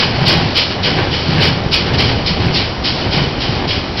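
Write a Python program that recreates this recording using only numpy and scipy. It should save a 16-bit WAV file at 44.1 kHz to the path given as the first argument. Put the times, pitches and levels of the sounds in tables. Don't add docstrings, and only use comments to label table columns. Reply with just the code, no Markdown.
import sys
import numpy as np
from scipy import signal
from scipy.fft import rfft, irfft
from scipy.io import wavfile

SR = 44100
rng = np.random.default_rng(int(sys.argv[2]) if len(sys.argv) > 2 else 0)


def master_out(mix):
    frames = np.transpose(np.atleast_2d(mix))
    ceiling = np.clip(frames, -1, 1)
    pcm = np.round(ceiling * 32767).astype(np.int16)
    wavfile.write(sys.argv[1], SR, pcm)


N = 176400
TIME = np.arange(N) / SR
FREQS = np.fft.rfftfreq(N, 1 / SR)


def amp(db):
    return 10 ** (np.asarray(db) / 20)


def unit(x):
    return x / np.sqrt(np.mean(x ** 2) + 1e-20)


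def curve(points):
    return np.interp(TIME, *np.transpose(points))


def colour(x, points):
    hz, db = np.transpose(points)
    gain = amp(np.interp(np.log(FREQS + 1), np.log(hz), db))
    return unit(irfft(rfft(x) * gain, N))


def drift(rate_hz):
    return unit(irfft(rfft(rng.standard_normal(N)) * np.exp(-(FREQS / rate_hz) ** 2), N))


def impacts(per_s, spread_db):
    size = amp(spread_db * np.minimum(rng.exponential(1, N), 4))
    return unit(size * rng.choice([-1, 1], N) * (rng.random(N) < per_s / SR))


def ring(x, modes):
    t = TIME[:SR // 4]
    body = sum(amp(db) * np.sqrt(width) * np.exp(-np.pi * width * t) * np.sin(2 * np.pi * hz * t)
               for hz, width, db in modes)
    return signal.fftconvolve(x, body / np.linalg.norm(body))[:N]


def swell(peak, rise, fall):
    return np.exp(-.5 * ((TIME - peak) / np.where(TIME < peak, rise, fall)) ** 2)


# start t/s, scrape level/dB, rise/s, hold/s, fall/(dB per s), ring level/dB
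TINE_SWEEPS = [(-.03, -13.5, 0.022, 0.012, 145, -14), (0.247, -11, .025, 0.024, 126, -13.5),
               (0.54, -11.5, 0.03, 0.0091, 128, -13.5), (.822, -17, 0.016, 0.02, 107, -16),
               (1.104, -21, 0.023, 0.017, 73, -20.5), (1.391, -14, 0.032, 0.015, 139, -13.5),
               (1.709, -11.5, 0.022, 0.0067, 125, -14), (1.968, -15.5, 0.023, 0.0089, 92, -16.5),
               (2.253, -15.5, 0.015, 0.0091, 149, -19.5), (2.519, -14, 0.037, .015, 116, -19.5),
               (2.832, -15, 0.015, 0.018, 96, -19), (3.096, -20, .035, 0.031, 88, -20),
               (3.395, -19.5, 0.018, 0.011, 92, -21.5), (3.668, -19, 0.021, 0.02, 98, -19),
               (3.955, -18.5, 0.04, 0.038, 92, -15.5)]
# f/Hz, level/dB
SWISH_COLOUR = [(300, -25), (1200, -23), (1900, -15), (2400, -1), (2650, 3), (3200, 3.5), (3600, 5),
                (4300, 7.5), (5200, 6), (5900, -7)]
# f/Hz, width/Hz, level/dB
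STEEL_NOTES = [(1530, 24, -17.5), (2090, 76, -19), (2338, 91, -6.5), (2503, 68, -5.5), (2800, 170, -10.5),
               (3005, 80, 0), (3218, 120, -3), (4310, 110, -5.5), (4720, 150, -4.5), (5003, 100, -12.5),
               (5225, 110, -12.5)]

def tines(ring_lag_s=0.0075, detune=0.005):
    scrape_power, ringing = np.zeros(N), np.zeros(N)
    taps = impacts(per_s=4000, spread_db=2)
    for start, scrape_db, rise, hold, fall, ring_db in TINE_SWEEPS:
        span = (TIME >= start) & (TIME < start + 0.5)
        t = TIME[span] - start
        bite = np.clip(t / rise, 0, 1) ** 1.1
        burst = bite * amp(-fall * np.maximum(t - rise - hold, 0))
        scrape_power[span] += (amp(scrape_db) * burst) ** 2
        notes = [(hz * (1 + detune * rng.standard_normal()), width, db) for hz, width, db in STEEL_NOTES]
        late_burst = np.interp(t - ring_lag_s, t, burst)
        ringing[span] += ring(amp(ring_db) * late_burst * taps[span], notes)[:len(t)]
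    swish = colour(impacts(per_s=4000, spread_db=2), SWISH_COLOUR)
    return ringing + np.sqrt(scrape_power) * swish


# peak t/s, rise/s, fall/s, rumble level/dB, clatter level/dB
PLUNGER_STROKES = [(.33, 0.21, 0.13, -18.5, -19.5), (.96, 0.16, 0.18, -21, -21.5),
                   (1.37, 0.063, 0.2, -16.5, -22), (2.051, 0.19, 0.15, -18, -21.5),
                   (2.49, .11, 0.1, -18.5, -22), (3.191, 0.24, 0.096, -21.5, -22.5),
                   (3.56, 0.12, 0.22, -27, -23)]
# f/Hz, level/dB
RUMBLE_COLOUR = [(40, -32.5), (80, -12), (108, -3.5), (128, -3), (158, -0.5), (200, -8.5), (300, -11),
                 (500, -16.5), (1500, -55)]
# f/Hz, level/dB
CLATTER_COLOUR = [(100, -32), (250, -4), (380, 2.5), (550, 0.5), (800, 3.5), (1300, -6.5), (2200, -7.5),
                  (3500, -12.5), (5500, -30)]
# f/Hz, width/Hz, level/dB
PANEL_NOTES = [(100, 13, 0.5), (163, 18, -8), (185, 14, -4), (234, 28, -5.5), (274, 42, -3.5),
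               (369, 38, -1.5), (420.3, 14, -9), (481, 18, -12.5), (632, 55, -11), (819, 30, -9)]

def plunger(ring_db=-1):
    rumble_power, clatter_power = np.zeros(N), np.zeros(N)
    for peak, rise, fall, rumble_db, clatter_db in PLUNGER_STROKES:
        stroke = swell(peak, rise, fall)
        rumble_power += (amp(rumble_db) * stroke) ** 2
        clatter_power += (amp(clatter_db) * stroke) ** 2
    shake = np.sqrt(clatter_power)
    rattle = impacts(per_s=900, spread_db=3)
    rumble = np.sqrt(rumble_power) * colour(rng.standard_normal(N), RUMBLE_COLOUR)
    clatter = shake * colour(rattle, CLATTER_COLOUR)
    return rumble + clatter + amp(ring_db) * ring(shake * rattle, PANEL_NOTES)


# t/s, peak level/dB, starting f/Hz
WAD_THUDS = [(.055, -16, 150.7), (0.171, -9.5, 136), (0.212, -8.5, 150), (0.272, -8, 124), (.452, -11, 128),
             (.80, -16, 112), (0.977, -13, 150), (1.015, -11.5, 106), (1.078, -10, 99), (1.284, -8, 157),
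             (1.382, -10.5, 150), (1.92, -14, 130), (2.112, -11, 104), (2.305, -10, 173), (2.4, -10, 109),
             (2.461, -7.5, 119.4), (3.06, -14, 110), (3.165, -6.5, 160), (3.213, -7.5, 160),
             (3.487, -11, 132), (3.558, -10.5, 113), (3.672, -14.5, 153)]

def thuds(rise_s=0.0086, sag_per_s=1.6):
    out = np.zeros(N)
    for start, db, hz in WAD_THUDS:
        t = np.clip(TIME - start, 0, 0.2)
        age = t / rise_s
        blow = (age * np.exp(1 - age)) ** 2
        out += amp(db) * blow * np.sin(2 * np.pi * hz * t * (1 - sag_per_s * t / 2))
    return out


# t/s, peak level/dB
FRAME_KNOCKS = [(1.663, -4), (2.055, -17), (2.471, -15), (3.778, -7.5)]

def knocks():
    pushes = np.zeros(N)
    for start, db in FRAME_KNOCKS:
        push_s = rng.uniform(0.0012, 0.00135)
        age = np.maximum(TIME - start, 0) / push_s
        push = age * (2 - age) * np.exp(-age)
        pushes -= amp(db) * push / push.max()
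    return pushes + 0.0181 * ring(pushes, PANEL_NOTES)


# t/s, level/dB, fall/(dB per s)
FEEDER_CLANKS = [(.01, -18.5, 137), (.222, -21.5, 290), (.285, -17.5, 89), (.865, -16.5, 180),
                 (0.973, -17, 160), (1.371, -16, 134), (1.44, -26.5, 110), (1.868, -23.5, 244),
                 (1.995, -21.5, 204), (2.085, -23, 197), (2.59, -21.5, 147), (3.168, -21, 130)]
# f/Hz, level/dB
CLANK_COLOUR = [(150, -16), (380, 4), (600, 2.5), (830, -3), (1100, 1), (1300, -15.5), (1520, 0.5),
                (2200, -3.5), (3000, -6), (3700, -10.5), (5500, -22)]

def clanks(rise_s=0.013):
    force = np.zeros(N)
    for start, db, fall in FEEDER_CLANKS:
        t = TIME - start
        force += np.clip(t / rise_s, 0, 1) * amp(db - fall * np.maximum(t - rise_s, 0))
    return force * colour(impacts(per_s=2500, spread_db=1.5), CLANK_COLOUR)


# peak t/s, rise/s, fall/s, level/dB
HAY_CRUNCHES = [(.16, 0.04, 0.1, -23.5), (.46, 0.056, 0.094, -22), (.715, .015, 0.027, -19.5),
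                (.99, .03, .08, -23.5), (1.32, 0.046, 0.13, -20), (1.875, 0.011, 0.016, -22),
                (1.946, 0.0088, 0.013, -16.5), (2.095, .02, .015, -19), (2.19, .04, 0.023, -33),
                (2.43, 0.035, .06, -22), (3.02, .04, .05, -22.5), (3.24, .02, .02, -25),
                (3.5, 0.018, .02, -34), (3.565, 0.032, 0.051, -25)]
# f/Hz, level/dB
HAY_COLOUR = [(300, -18.5), (900, -10.5), (1500, -6), (2300, -6), (3000, -0.5), (3600, -5.5), (4600, -0.5),
              (5500, -11.5)]

def hay():
    power = sum((amp(db) * swell(peak, rise, fall)) ** 2 for peak, rise, fall, db in HAY_CRUNCHES)
    return np.sqrt(power) * colour(impacts(per_s=2700, spread_db=2.5), HAY_COLOUR)


# t/s, level/dB
DRAWING_AWAY = [(0, 0), (1, -1.5), (2, -0.6), (3, -2.5), (4, -1.5)]

def feed(turn_s=1.12, quiet_at_s=1.66, swing_db=1.5):
    swing = np.cos(2 * np.pi * (TIME - quiet_at_s) / turn_s)
    level = amp(curve(DRAWING_AWAY) - swing_db * swing)
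    jingle = amp(-29.5) * ring(level * impacts(per_s=1500, spread_db=3), STEEL_NOTES)
    hiss = amp(-32) * level * colour(rng.standard_normal(N), HAY_COLOUR)
    return jingle + hiss


# t/s, f/Hz
FIRING_RATE = [(0, 82.3), (.6, 82), (1.1, 79), (1.4, 81.2), (1.9, 81.8), (2.3, 81.4), (3.1, 82), (4, 85)]
# t/s, level/dB
HUM_LEVEL = [(0, -32), (.6, -31), (1.3, -27), (2.1, -27.5), (2.7, -37), (4, -32.5)]
# multiple of the firing rate, level/dB
ENGINE_TONES = [(1 / 2, -43), (5 / 4, -35.5), (2.5, -36.5), (9 / 4, -36), (5 / 2, -39.5)]
# f/Hz, level/dB
ROAR_COLOUR = [(30, -21.5), (70, -11.5), (110, 1.5), (170, -2.5), (260, -2), (450, -5.5), (800, -8.5),
               (1300, -14), (2300, -17.5), (3100, -26.5), (3800, -18.5), (5200, -23.5)]

def engine(waver_db=2, throb_depth=0.13, roar_db=-20):
    firings = np.cumsum(curve(FIRING_RATE)) / SR
    phase = 2 * np.pi * firings
    hum = amp(curve(HUM_LEVEL)) * np.sqrt(2) * np.sin(phase)
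    tones = np.zeros(N)
    for multiple, db in ENGINE_TONES:
        level = amp(db + waver_db * drift(rate_hz=2.1))
        tones += level * np.sqrt(2) * np.sin(multiple * phase + 2 * np.pi * rng.random())
    throb = 1 + throb_depth * (np.cos(phase) + 0.48 * np.cos(phase / 2))
    roar = amp(roar_db) * colour(throb * rng.standard_normal(N), ROAR_COLOUR)
    return hum + (tones + roar) * amp(curve(DRAWING_AWAY))


# t/s, level/dB
WIND_STRENGTH = [(0, -39), (1.3, -39.5), (1.8, -28.5), (2.45, -25.5), (3.2, -28), (4, -31.5)]
# f/Hz, level/dB
WIND_COLOUR = [(10, -21), (25, -11), (40, 0), (52, -4.5), (66, 1.5), (90, -5.5), (200, -19), (600, -51)]

def wind(flutter_db=2.2):
    level = amp(curve(WIND_STRENGTH) + flutter_db * drift(rate_hz=13))
    return level * colour(rng.standard_normal(N), WIND_COLOUR)


def scene():
    return (engine() + tines() + plunger() + thuds() + knocks() + clanks() + hay() + feed() + wind())[None]


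def record(dry):
    ceiling = amp(-3)
    treble_cut = signal.firwin(141, 5750, window=("kaiser", 7), fs=SR)[None]
    edge_cut = signal.firwin(511, 15900, window=("kaiser", 9), fs=SR)[None]
    dulled = signal.oaconvolve(np.clip(dry, -ceiling, ceiling), treble_cut, "same")
    return signal.oaconvolve(np.clip(dulled, -ceiling, ceiling), edge_cut, "same")


dry = scene()
out = record(dry)
master_out(out)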